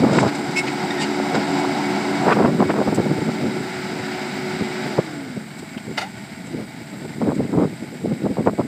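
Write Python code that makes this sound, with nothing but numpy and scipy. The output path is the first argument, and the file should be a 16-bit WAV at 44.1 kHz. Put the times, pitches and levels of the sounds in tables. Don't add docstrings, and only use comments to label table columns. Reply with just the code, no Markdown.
import sys
import numpy as np
from scipy import signal
from scipy.fft import rfft, irfft, next_fast_len
from scipy.io import wavfile
from scipy.ndimage import uniform_filter1d

SR = 44100
rng = np.random.default_rng(int(sys.argv[2]) if len(sys.argv) > 2 else 0)


def gain_from_db(level_db):
    decades = np.asarray(level_db, float) / 20
    return 10 ** decades


def store_wav(level_fs):
    pcm = np.round(np.clip(np.atleast_2d(level_fs), -1, 1) * 32767)
    wavfile.write(sys.argv[1], SR, pcm.T.astype(np.int16))


N = 382347

# (time [s], level [dB])
DECKS = [
    (0, -31.5),
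    (.43, -32.5),
    (.8, -31),
    (1.57, -29),
    (2.28, -28.5),
    (2.5, -36),
    (3.0, -34.5),
    (3.5, -35.5),
    (4.8, -34.5),
    (5.05, -33.5),
]
# (time [s], pitch [Hz], level [dB])
MOTOR = [(.3, 364, -37.5), (1, 365.2, -32.5), (2.2, 369.6, -29.5), (3.2, 374.5, -31.5), (3.9, 369.3, -35),
         (4.94, 369.5, -31), (5.06, 367.8, -40), (5.15, 368, -33), (5.32, 370, -33), (5.45, 370, -42)]
# (centre [Hz], width [Hz], boost [dB])
PANELS = [(800, 525, 13.5), (1456, 335, 8), (2098, 176, 5.5), (2246, 59, 9), (3830, 240, 6), (4870, 730, 7),
          (7265, 550, 10), (8064, 530, 12.5), (7500, 110, 7), (7910, 95, 5), (8700, 400, 3),
          (9180, 200, -9), (9830, 700, 1.5), (13400, 1300, -0.5)]
MEAN_RUSH_DB = -31
FIRING_HZ = 72.63


def rms_one(x):
    return x / np.sqrt(np.mean(x ** 2) + 1e-20)


def in_time(rows):
    s, *columns = np.transpose(rows)
    return [np.interp(np.arange(N) / SR, s, c) for c in columns]


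def while_on(rows):
    end_s, end_hz = rows[-1][:2]
    return in_time([*rows, (end_s + .06, end_hz, -90)])


def drift(rate):
    r = np.exp(-80 * np.pi * rate / SR)
    noise = rng.standard_normal(N // 40 + 2002)
    slow = signal.lfilter([1], [1, -2 * r, r * r], noise)[2000:]
    return np.interp(np.arange(N) / 40, np.arange(len(slow)), rms_one(slow - slow.mean()))


def coloured(slope, panels=(), source=None, ripple_db=0):
    size = next_fast_len(N)
    hz = np.arange(size // 2 + 1) * SR / size + 1e-3
    at, db = np.transpose(slope)
    shape_db = np.interp(np.log(hz), np.log(at), db, left=-120, right=-120)
    ripple = np.interp(hz / 22, np.arange(1100), rng.standard_normal(1100))
    shape_db = shape_db + ripple_db * ripple
    for centre, width, boost_db in panels:
        shape_db = shape_db + boost_db / (1 + (2 * (hz - centre) / width) ** 2)
    source = rng.standard_normal(N) if source is None else source
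    return rms_one(irfft(rfft(source, size) * gain_from_db(shape_db), size)[:N])


def band(x, low_hz, high_hz):
    edges = [low_hz, min(high_hz, .45 * SR)]
    return signal.sosfilt(signal.butter(2, edges, "band", fs=SR, output="sos"), x)


def evened(x, window_s):
    return x / np.sqrt(uniform_filter1d(x ** 2, round(window_s * SR)) + 0.3)


def bump(s, length_ms):
    half = length_ms * SR / 2000
    first, last = max(0, int(s * SR - 4 * half)), min(N, int(s * SR + 4 * half))
    at = np.arange(first, last)
    return at, np.exp(-np.log(2) / 2 * ((at - s * SR) / half) ** 2)


def bells(rows):
    power = np.zeros(N)
    for s, db, length_ms in rows:
        at, bell = bump(s, 0.74 * length_ms)
        power[at] += (gain_from_db(db) * bell) ** 2
    return np.sqrt(power)


def tone(hz, rough, waver_rate):
    phase = 2 * np.pi * np.cumsum(hz) / SR + rough * drift(waver_rate)
    return np.sqrt(2) * np.sin(phase) * gain_from_db(2.4 * rough * drift(waver_rate))


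def firing(depth):
    turns = np.cumsum(FIRING_HZ * (1 + 0.0055 * drift(1.7))) / SR
    cylinder = gain_from_db(np.array([0., -3., -1.5]))[turns.astype(int) % 3]
    return rms_one(1 + depth * cylinder * np.exp(-3.5 * (turns % 1)))


def blade_speed():
    off_s, coast_s = 4.935, .94
    return np.exp(-np.maximum(np.arange(N) / SR - off_s, 0) / coast_s)


def decks():
    # (frequency [Hz], density [dB per Hz])
    thrum_slope = [(24, -87), (40, -91), (139, -4), (209, -5.5), (337, -5.5), (373, -6), (413, -10),
                   (600, -24), (780, -30), (1320, -120)]
    rush_slope = [(400, -16), (700, -7.5), (1100, -3.5), (2000, -6.5), (3200, -12.5), (5000, -13.5),
                  (6300, -19), (9000, -31.5), (15000, -36)]
    # (time [s], roughness [0-1])
    motor_rough = [(0, 1.0), (2.3, 1.0), (3.2, .35), (5.5, .3)]
    # (time [s], pitch [Hz], level [dB])
    beat_low = [(.3, 210.7, -45), (1, 210, -32), (2.2, 207.7, -34), (3.2, 212, -33.5), (4, 217.4, -40),
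                (5, 215.5, -31.5)]
    beat_high = [(.3, 287, -32), (1, 283.5, -30.5), (2.2, 285.7, -26), (3.2, 283.7, -44), (4, 270, -38),
                 (4.85, 264.8, -33)]
    speed = blade_speed()
    work_db = in_time(DECKS)[0] - MEAN_RUSH_DB
    coast_db = 2.76 * 20 * np.log10(speed)
    rush_db = MEAN_RUSH_DB + work_db + coast_db
    thrum_db = -24.5 + 0.86 * work_db + coast_db
    shell_db = -28 + 1.46 * (work_db + coast_db)
    gusty = 0.86 * drift(7.8)

    rush = coloured(rush_slope, PANELS, ripple_db=1.5) * firing(0.15)
    shell = rms_one(band(rush, 355, 1014)) * gain_from_db(shell_db + gusty + 0.9 * drift(24))
    air = rms_one(band(rush, 1090, 6970)) * gain_from_db(rush_db + gusty + 0.5 * drift(26))
    thrum = coloured(thrum_slope) * gain_from_db(thrum_db - 6.0 + 2.5 * np.tanh(drift(9.4)))

    hz, level_db = while_on(MOTOR)
    hz = hz * speed
    octave = gain_from_db(-17.5) * tone(2 * hz, 0.84, 4.3)
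    hum = gain_from_db(level_db) * (tone(hz, in_time(motor_rough)[0], 10) + octave)
    looped = cycle_pattern(hz)
    looped_rush = coloured(rush_slope, PANELS, source=looped)
    hum = hum + gain_from_db(rush_db - 5) * rms_one(band(looped_rush, 1480, 3500))
    hum = hum + gain_from_db(thrum_db - 11) * coloured(thrum_slope, source=looped)
    for rows in (beat_low, beat_high):
        hz, level_db = while_on(rows)
        hum = hum + gain_from_db(level_db) * tone(hz, 1.2, 10)
    return thrum + shell + air + hum + gain_from_db(rush_db) * gear_whine(speed)


def cycle_pattern(hum_hz):
    turns = np.cumsum(hum_hz / 15) / SR
    orders = gain_from_db(3.5 * rng.standard_normal(301)) * np.exp(2j * np.pi * rng.random(301))
    return np.interp(turns % 1, np.arange(600) / 600, irfft(orders), period=1)


def gear_whine(speed):
    # (time [s], tooth rate [Hz])
    tooth_rate = [(2.2, 421.8), (3.4, 427.3), (4.9, 426.2)]
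    # (multiple of the tooth rate, level against the air rush [dB])
    gear_orders = [(7, -29), (8, -31), (9, -26), (10, -29)]
    hz = in_time(tooth_rate)[0] * speed * (1 + .0012 * drift(5))
    phase = 2 * np.pi * np.cumsum(hz) / SR
    return np.sqrt(2) * sum(gain_from_db(db) * np.sin(k * phase) for k, db in gear_orders)


def blade_passes():
    # (multiple of a third of the motor pitch, level against the motor [dB])
    blade_orders = [(5, -15), (7, -15)]
    hz, level_db = while_on(MOTOR)
    speed = blade_speed()
    third = hz * speed / 3
    return gain_from_db(level_db) * speed * sum(gain_from_db(db) * tone(k * third, 1.1, 9) for k, db in blade_orders)


def engine():
    # (time [s], level [dB])
    effort = [
        (0, -50),
        (.46, -43),
        (2, -42),
        (3, -39.5),
        (3.9, -35),
        (4.8, -33.5),
        (5.1, -44),
        (6, -40.5),
        (8.67, -43),
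    ]
    # (frequency [Hz], density [dB per Hz])
    rumble_slope = [(40, -59), (80, -7), (130, 1), (200, 6), (320, -2.5), (450, -16.5), (700, -59)]
    clatter_slope = [(300, -39), (600, -3), (1100, -9.5), (2000, 2.5), (3200, -5), (5000, -9.5),
                     (6500, -18), (9000, -34)]
    hiss_slope = [(4000, 0), (6000, -7.5), (8000, -3.5), (9200, 1), (11700, -9), (12800, -4), (14400, -2.5),
                  (15500, -11)]
    # (pitch [Hz], level [dB])
    pump_whines = [(380, -57), (655, -55), (861, -56.5), (7900, -77)]
    rumble_db, clatter_db = -38, in_time(effort)[0]
    loaded_db = 4.5 + 0.29 * (in_time(DECKS)[0] - MEAN_RUSH_DB)
    hiss_db = -51 + loaded_db * blade_speed() ** 10.0

    rumble = coloured(rumble_slope) * gain_from_db(rumble_db + 2.1 * drift(24))
    clatter = coloured(clatter_slope, PANELS, ripple_db=-0.5) * firing(0.58)
    clatter = clatter * gain_from_db(clatter_db + 1.0 * drift(30))
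    hiss = coloured(hiss_slope, PANELS, ripple_db=4.5) * firing(.2) * gain_from_db(hiss_db + 0.37 * drift(26))
    whine = sum(gain_from_db(db) * tone(np.full(N, hz), 1.1, 8) for hz, db in pump_whines)
    pulses = exhaust_pulses()
    beat = gain_from_db(rumble_db - 7.0) * coloured(rumble_slope, source=pulses)
    knock = gain_from_db(clatter_db - 34.0) * coloured(clatter_slope, PANELS, source=pulses)
    return rumble + clatter + hiss + whine + beat + knock


def exhaust_pulses():
    turns = np.cumsum(FIRING_HZ * (1 + .002 * drift(2.18))) / SR
    at = np.flatnonzero(np.diff(turns.astype(int)))
    cylinder_db = np.array([0., -5., -2.5])[np.arange(len(at)) % 3]
    clicks = np.zeros(N)
    clicks[at] = gain_from_db(cylinder_db + 1.2 * rng.standard_normal(len(at)))
    return clicks


def squeaks():
    # (time [s], length [ms], pitch [Hz], level [dB], overtones [dB], roughness [0-1])
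    rubs = [(0.587, 27, 2190, -19.5, -31, 0.2), (.572, 11, 2560, -29, -4, 0.74),
            (.588, 18, 2640, -26, -4, 0.44), (.592, 8, 3800, -34, -20, 0.7),
            (.68, 11, 2240, -24.5, -11, 1.05), (.91, 4.5, 1850, -29.5, 2.5, 0.2),
            (.918, 7.9, 1880, -27.5, -22, 0), (1.005, 25, 1855, -28.5, -5, 0.37),
            (1.035, 12, 2100, -29, -20, 0.2), (1.03, 27, 2840, -30.5, -20, 0.8),
            (1.03, 28, 2343, -32.5, 1.5, 1.1), (5.78, 7.7, 2950, -39, -25, 1)]
    out, grip = np.zeros(N), drift(99)
    for s, length_ms, hz, db, overtone_db, rough in rubs:
        at, bell = bump(s, length_ms)
        phase = 2 * np.pi * hz * at / SR
        slip = rough * (grip[at] + 1.2 * grip[3 * at % N])
        overtones = 0
        for k in (2, 3, 4, 5):
            if k * hz < .35 * SR:
                strength = (1.8 if k == 3 else 1) / (k - 1) ** 2.6
                overtones = overtones + strength * np.sin(k * phase + 1.2 * slip)
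        level = np.sqrt(2) * gain_from_db(db + 1.8 * grip[at - 900])
        out[at] += level * bell * (np.sin(phase + slip) + gain_from_db(overtone_db) * overtones)
    return out


def scuffs():
    # (time [s], level [dB], length [ms], centre [Hz])
    rattles = [(0.171, -28, 78, 3130), (0.286, -27, 21, 2500), (.585, -28, 25, 5200), (.68, -36, 13, 3080),
               (.355, -34.5, 8.6, 4700), (1.02, -31, 23, 4870), (1.355, -22.5, 12, 2500),
               (1.649, -28, 10, 1200), (2.33, -47, 39, 6000), (2.948, -31, 3.2, 8000),
               (2.959, -34, 11, 8000), (.135, -38, 4.6, 5000), (.205, -32.5, 8.7, 3500),
               (.232, -35, 6, 3500), (.395, -39, 4, 6000), (.512, -42, 5, 6000), (.805, -40, 4, 2600),
               (.83, -37, 5, 2600), (5.512, -45, 8, 2000), (5.594, -40, 10, 4500), (5.78, -41, 9, 2300),
               (5.592, -45.5, 15, 11500), (6.47, -45, 14, 5000), (7.355, -45, 12, 6000)]
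    out, noise = np.zeros(N), coloured([(500, 12.5), (16000, -11)], PANELS)
    for s, db, length_ms, centre_hz in rattles:
        at, bell = bump(s, length_ms)
        out[at] += gain_from_db(db) * bell * rms_one(band(noise[at], centre_hz / 2.04, centre_hz * 1.98))
    return out


def lever():
    # (time [s], blow [dB], chatter t60 [s])
    clanks = [
        (5.972, -12, 0.15),
        (6.01, -20, 0.11),
    ]
    # (mode [Hz], level [dB], t60 [s])
    lever_modes = [(620, -33, .02), (890, 6.5, 0.017), (1000, -9, 0.018), (1415, 3.5, 0.019),
                   (1690, 2, 0.014), (2045, 8.5, 0.022), (2500, 1, 0.0087), (2850, 2.5, 0.014),
                   (3640, 1.5, 0.0091), (4280, 0, 0.011), (4700, -7, 0.039), (5448, -34, .008)]
    # (time [s], pitch [Hz], level [dB])
    spring = [
        (6.005, 696, -52),
        (6.02, 710, -31),
        (6.05, 800, -34),
        (6.085, 900, -45),
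        (6.1, 880, -55),
    ]
    t, chatter = np.arange(N) / SR, np.zeros(N)
    for s, db, t60 in clanks:
        since = np.maximum(t - s, 0)
        chatter += gain_from_db(db - 60 * since / t60) * (1 - np.exp(-(since / 0.0047) ** 2))
    chatter = chatter * rng.standard_normal(N) + 1e-18
    out = gain_from_db(-19) * band(band(chatter, 600, 7200), 400, 9000)
    for hz, db, t60 in lever_modes:
        r, w = gain_from_db(-60 / (t60 * SR)), 2 * np.pi * hz / SR
        ring = signal.lfilter([0, np.sin(w)], [1, -2 * r * np.cos(w), r * r], chatter)
        out = out + gain_from_db(db - 30.5) * ring
    hz, level_db = in_time(spring)
    twang = (t > spring[0][0]) & (t < spring[-1][0])
    return band(out, 380, 15000) + twang * gain_from_db(level_db) * tone(hz, 0.58, 40)


def wind():
    # (time [s], level [dB])
    breeze = [(0, -23.5), (.26, -28), (.32, -45), (1.05, -46), (2.1, -40), (2.3, -30), (2.45, -24),
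              (2.56, -21), (2.67, -23.5), (2.85, -23.5), (3.3, -25.5), (3.7, -36), (5.5, -55), (6.4, -42.5),
              (6.8, -47), (7.1, -37.5), (7.4, -26.5), (7.68, -28), (7.78, -43), (7.98, -31.5), (8.1, -24),
              (8.18, -30), (8.3, -26), (8.67, -31.5)]
    # (time [s], level [dB], length [ms], crackle above the thump [dB])
    gusts = [(.044, -13, 29, -3), (.105, -18, 69, -0.5), (.15, -18, 50, 1.5), (.23, -13.5, 43, -1),
             (.493, -23.5, 22, -11), (1.365, -22.5, 64, 2.5), (2.285, -19.5, 43.8, 6.5), (2.38, -20, 33, 6),
             (2.41, -15.5, 29, 2), (2.449, -8.5, 22, -5), (2.485, -16.5, 42, -4.5), (2.79, -19, 56, 0.5),
             (2.88, -15, 22, -2), (8.487, -19, 24, 0.5), (3.467, -18, 75, -16), (5.9, -25.5, 51, -26),
             (6.543, -25, 49, -22), (6.606, -25.5, 66, -10.5), (7.054, -22.5, 13, -11),
             (7.231, -16.5, 40, -13), (7.286, -15.5, 33, -2.5), (7.399, -13.5, 27, -12),
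             (7.548, -14.5, 39, -12), (7.587, -10.5, 27, -8), (7.626, -15, 44, -2.5), (7.653, -16, 18, -13),
             (7.828, -24, 32, -25), (8.31, -18, 28, -16), (8.394, -15.5, 23, -5), (8.599, -16, 22, 3)]
    # (time [s], level [dB], crackle above the thump [dB])
    slaps = [(.024, -21, -14), (.068, -13, -5), (0.181, -9, -14), (0.267, -12, -4), (8.08, -17.5, -22),
             (6.819, -34, -21), (2.319, -24.5, 15), (2.603, -22, 6.5), (2.625, -19.5, 6),
             (2.703, -14.5, -1), (2.817, -21.5, 9.5), (2.984, -12, -4), (3.005, -19.5, 7.5),
             (3.065, -14.5, -10), (3.185, -17, -25), (3.223, -17.5, -23), (3.291, -13.5, -7.5),
             (2.927, -17.5, -2), (4.617, -13, -18), (4.864, -19.5, -20), (4.99, -11.5, 0),
             (5.374, -19, -21), (5.63, -31, -12), (5.771, -24.5, -25), (7.321, -26, 2), (7.264, -21.5, -5),
             (7.538, -28, -3.5), (8.048, -17, -25), (8.246, -13, -27), (8.264, -16.5, 0), (8.473, -9, 1),
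             (8.534, -22, -10)]
    # (time [s], level [dB], length [ms])
    tears = [(.168, -33, 7), (.186, -8, 7.4), (1.371, -43, 15), (2.27, -33, 18), (2.293, -19, 31),
             (2.32, -14, 29), (2.446, -25.5, 51), (2.605, -29, 12), (2.706, -22, 21), (2.39, -28, 20),
             (2.64, -28, 12), (2.762, -34, 12), (2.79, -45, 20), (2.88, -34, 14), (3.003, -27, 13.7),
             (3.075, -30, 12), (7.22, -35, 12), (7.295, -34, 18)]
    # (frequency [Hz], density [dB per Hz])
    thump_slope = [(20, -67), (50, -58), (90, -13), (140, 4), (220, 7), (350, -1), (600, -12), (1200, -54)]
    crackle_slope = [(250, -9), (450, 7), (800, 0), (1300, -10), (2200, -29), (4000, -59)]
    edge_slope = [(900, 12), (1500, 6), (2500, -4.5), (4000, -17.5), (8000, -49)]
    eddies = rng.standard_normal(N) * gain_from_db(6.95 * drift(92))
    slap_ms = 14.4
    puffs = gusts + [(s, db, slap_ms, crackle_db) for s, db, crackle_db in slaps]
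    buffet = gain_from_db(in_time(breeze)[0] + 5.5 * drift(19.6))
    swell = bells([row[:3] for row in puffs])
    rough = bells([(s, db + crackle_db, 0.96 * ms) for s, db, ms, crackle_db in puffs])
    rasp = bells(tears)

    thump = np.hypot(swell, buffet) * evened(coloured(thump_slope), 0.0117)
    crackle = np.hypot(rough, gain_from_db(-16) * buffet) * evened(coloured(crackle_slope, source=eddies), 0.0067)
    edge = np.hypot(rasp, gain_from_db(-41) * rough) * evened(coloured(edge_slope, source=eddies), 0.0057)
    return thump + crackle + edge


def pops(air):
    # (time [s], peak [dB], half width [ms])
    dips = [(0.0258, -7, 0.51), (0.0443, -4, 0.78), (.0667, -4, 0.9), (0.182, -2, 0.67),
            (0.2381, -2.5, 0.39), (1.2008, -9, .4), (1.348, -7.5, .5), (1.6516, -13, 0.27),
            (2.2693, -4, .5), (2.3019, -2, 0.29), (2.4042, -5, 0.59), (2.4145, -5, 0.67),
            (2.4426, -9, 0.45), (2.485, -8, 0.82), (2.6184, -7.5, 0.34), (2.701, -5.5, 0.45),
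            (2.741, -11, 0.35), (2.8157, -3.5, .45), (2.8787, -7, 0.47), (2.9859, -4, 0.66),
            (3.0037, -7, 0.73), (3.1838, -9, 0.84), (3.222, -10, 0.8), (4.616, -24, .7), (4.991, 0.5, 0.62),
            (5.37, -20, .7), (5.6311, -21.5, .7), (5.9137, -21, 0.65), (6.5482, -12.5, 0.87),
            (6.817, -24, 0.96), (7.184, -16.5, 1), (7.2171, -10, 0.41), (7.277, -8, 0.76),
            (7.2868, -5, 0.91), (7.2979, -11, 0.71), (7.3198, -11, 0.36), (7.3322, -12, 0.74),
            (7.366, -11, 0.98), (7.3915, -16, 0.81), (7.4068, -8.5, 0.53), (7.4455, -28, .7),
            (7.5444, -14, .6), (7.5632, -16, 0.64), (7.5835, -3.5, 0.74), (7.5935, -10, .7),
            (7.6236, -5, .6), (7.6484, -10, 0.6), (8.059, -8, 0.56), (8.0748, -14, 0.88),
            (8.2215, -15, 0.79), (8.2483, -11, 1), (8.2625, -7, 0.63), (8.3037, -12, 0.86),
            (8.3707, -13, 0.37), (8.3849, -8, 0.58), (8.4086, -8, 0.75), (8.4712, -6, 0.61),
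            (8.5351, -16, 0.6), (8.5956, -4.5, 0.52), (8.6064, -9, 0.8)]
    hush_ms = 2.2
    out, hush, reach = np.zeros(N), np.ones(N), np.arange(-300, 301)
    for s, db, half_ms in dips:
        u = reach / (half_ms * SR / 1000)
        at = round(s * SR) + reach
        out[at] -= gain_from_db(db) * (1 - u ** 2) * np.exp(-u ** 2 / 2)
        hush[at] *= 1 - np.exp(-(reach / (hush_ms * SR / 1000)) ** 2)
    return signal.sosfilt(signal.butter(3, 70, "high", fs=SR, output="sos"), air * hush + out)


def scene():
    air = wind()
    air = pops(air - .25 * band(air ** 2, 110, 3000))
    return (decks() + engine() + squeaks() + scuffs() + lever() + blade_passes() + air)[None]


def treble_holes(x):
    # (frequency [Hz], share of the time [0-1])
    dropouts = [(5600, .0), (6200, .04), (6600, .0), (8900, .01), (9150, .3), (9500, .03), (10250, .14),
                (11200, .04), (11550, .45), (11900, .02), (13350, .01), (13550, .25), (13750, .02),
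                (14200, .04)]
    # (start [s], end [s], low [Hz], high [Hz], share [0-1])
    thin_stretches = [(0, 2.33, 13300, 14300, .55), (6.02, 8.67, 14750, 15400, .58)]
    window, pad = signal.windows.cosine(2048), 1024 - 885
    hz, s, frames = signal.stft(np.pad(x[0], (pad, 0)), SR, window, 2048, 1024)
    share = np.interp(hz, *np.transpose(dropouts), left=0)[:, None] * np.ones(len(s))
    for t0, t1, low, high, more in thin_stretches:
        share[np.ix_((hz > low) & (hz < high), (s > t0) & (s < t1))] = more
    luck = rng.standard_normal((len(hz) // 8 + 1, len(s)))
    luck = uniform_filter1d(luck, size=4, axis=1)
    rank = luck.ravel().argsort().argsort().reshape(luck.shape) / luck.size
    frames = frames * (np.repeat(rank, 8, axis=0)[:len(hz)] >= share)
    return signal.istft(frames, SR, window, 2048, 1024)[1][None, pad:pad + N]


def roll_off(x):
    return signal.sosfilt(signal.butter(12, 15320, fs=SR, output="sos"), x)


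def record(dry):
    ceiling = .709
    dry = signal.sosfilt(signal.butter(2, 42, "high", fs=SR, output="sos"), dry)
    squeezed = dry / (1 + np.abs(dry / ceiling) ** 6) ** (1 / 6)
    squeezed = signal.sosfilt(signal.ellip(12, .3, 60, 15320, fs=SR, output="sos"), squeezed)
    mix = treble_holes(squeezed)
    return roll_off(mix)


dry = scene()
out = record(dry)
store_wav(out)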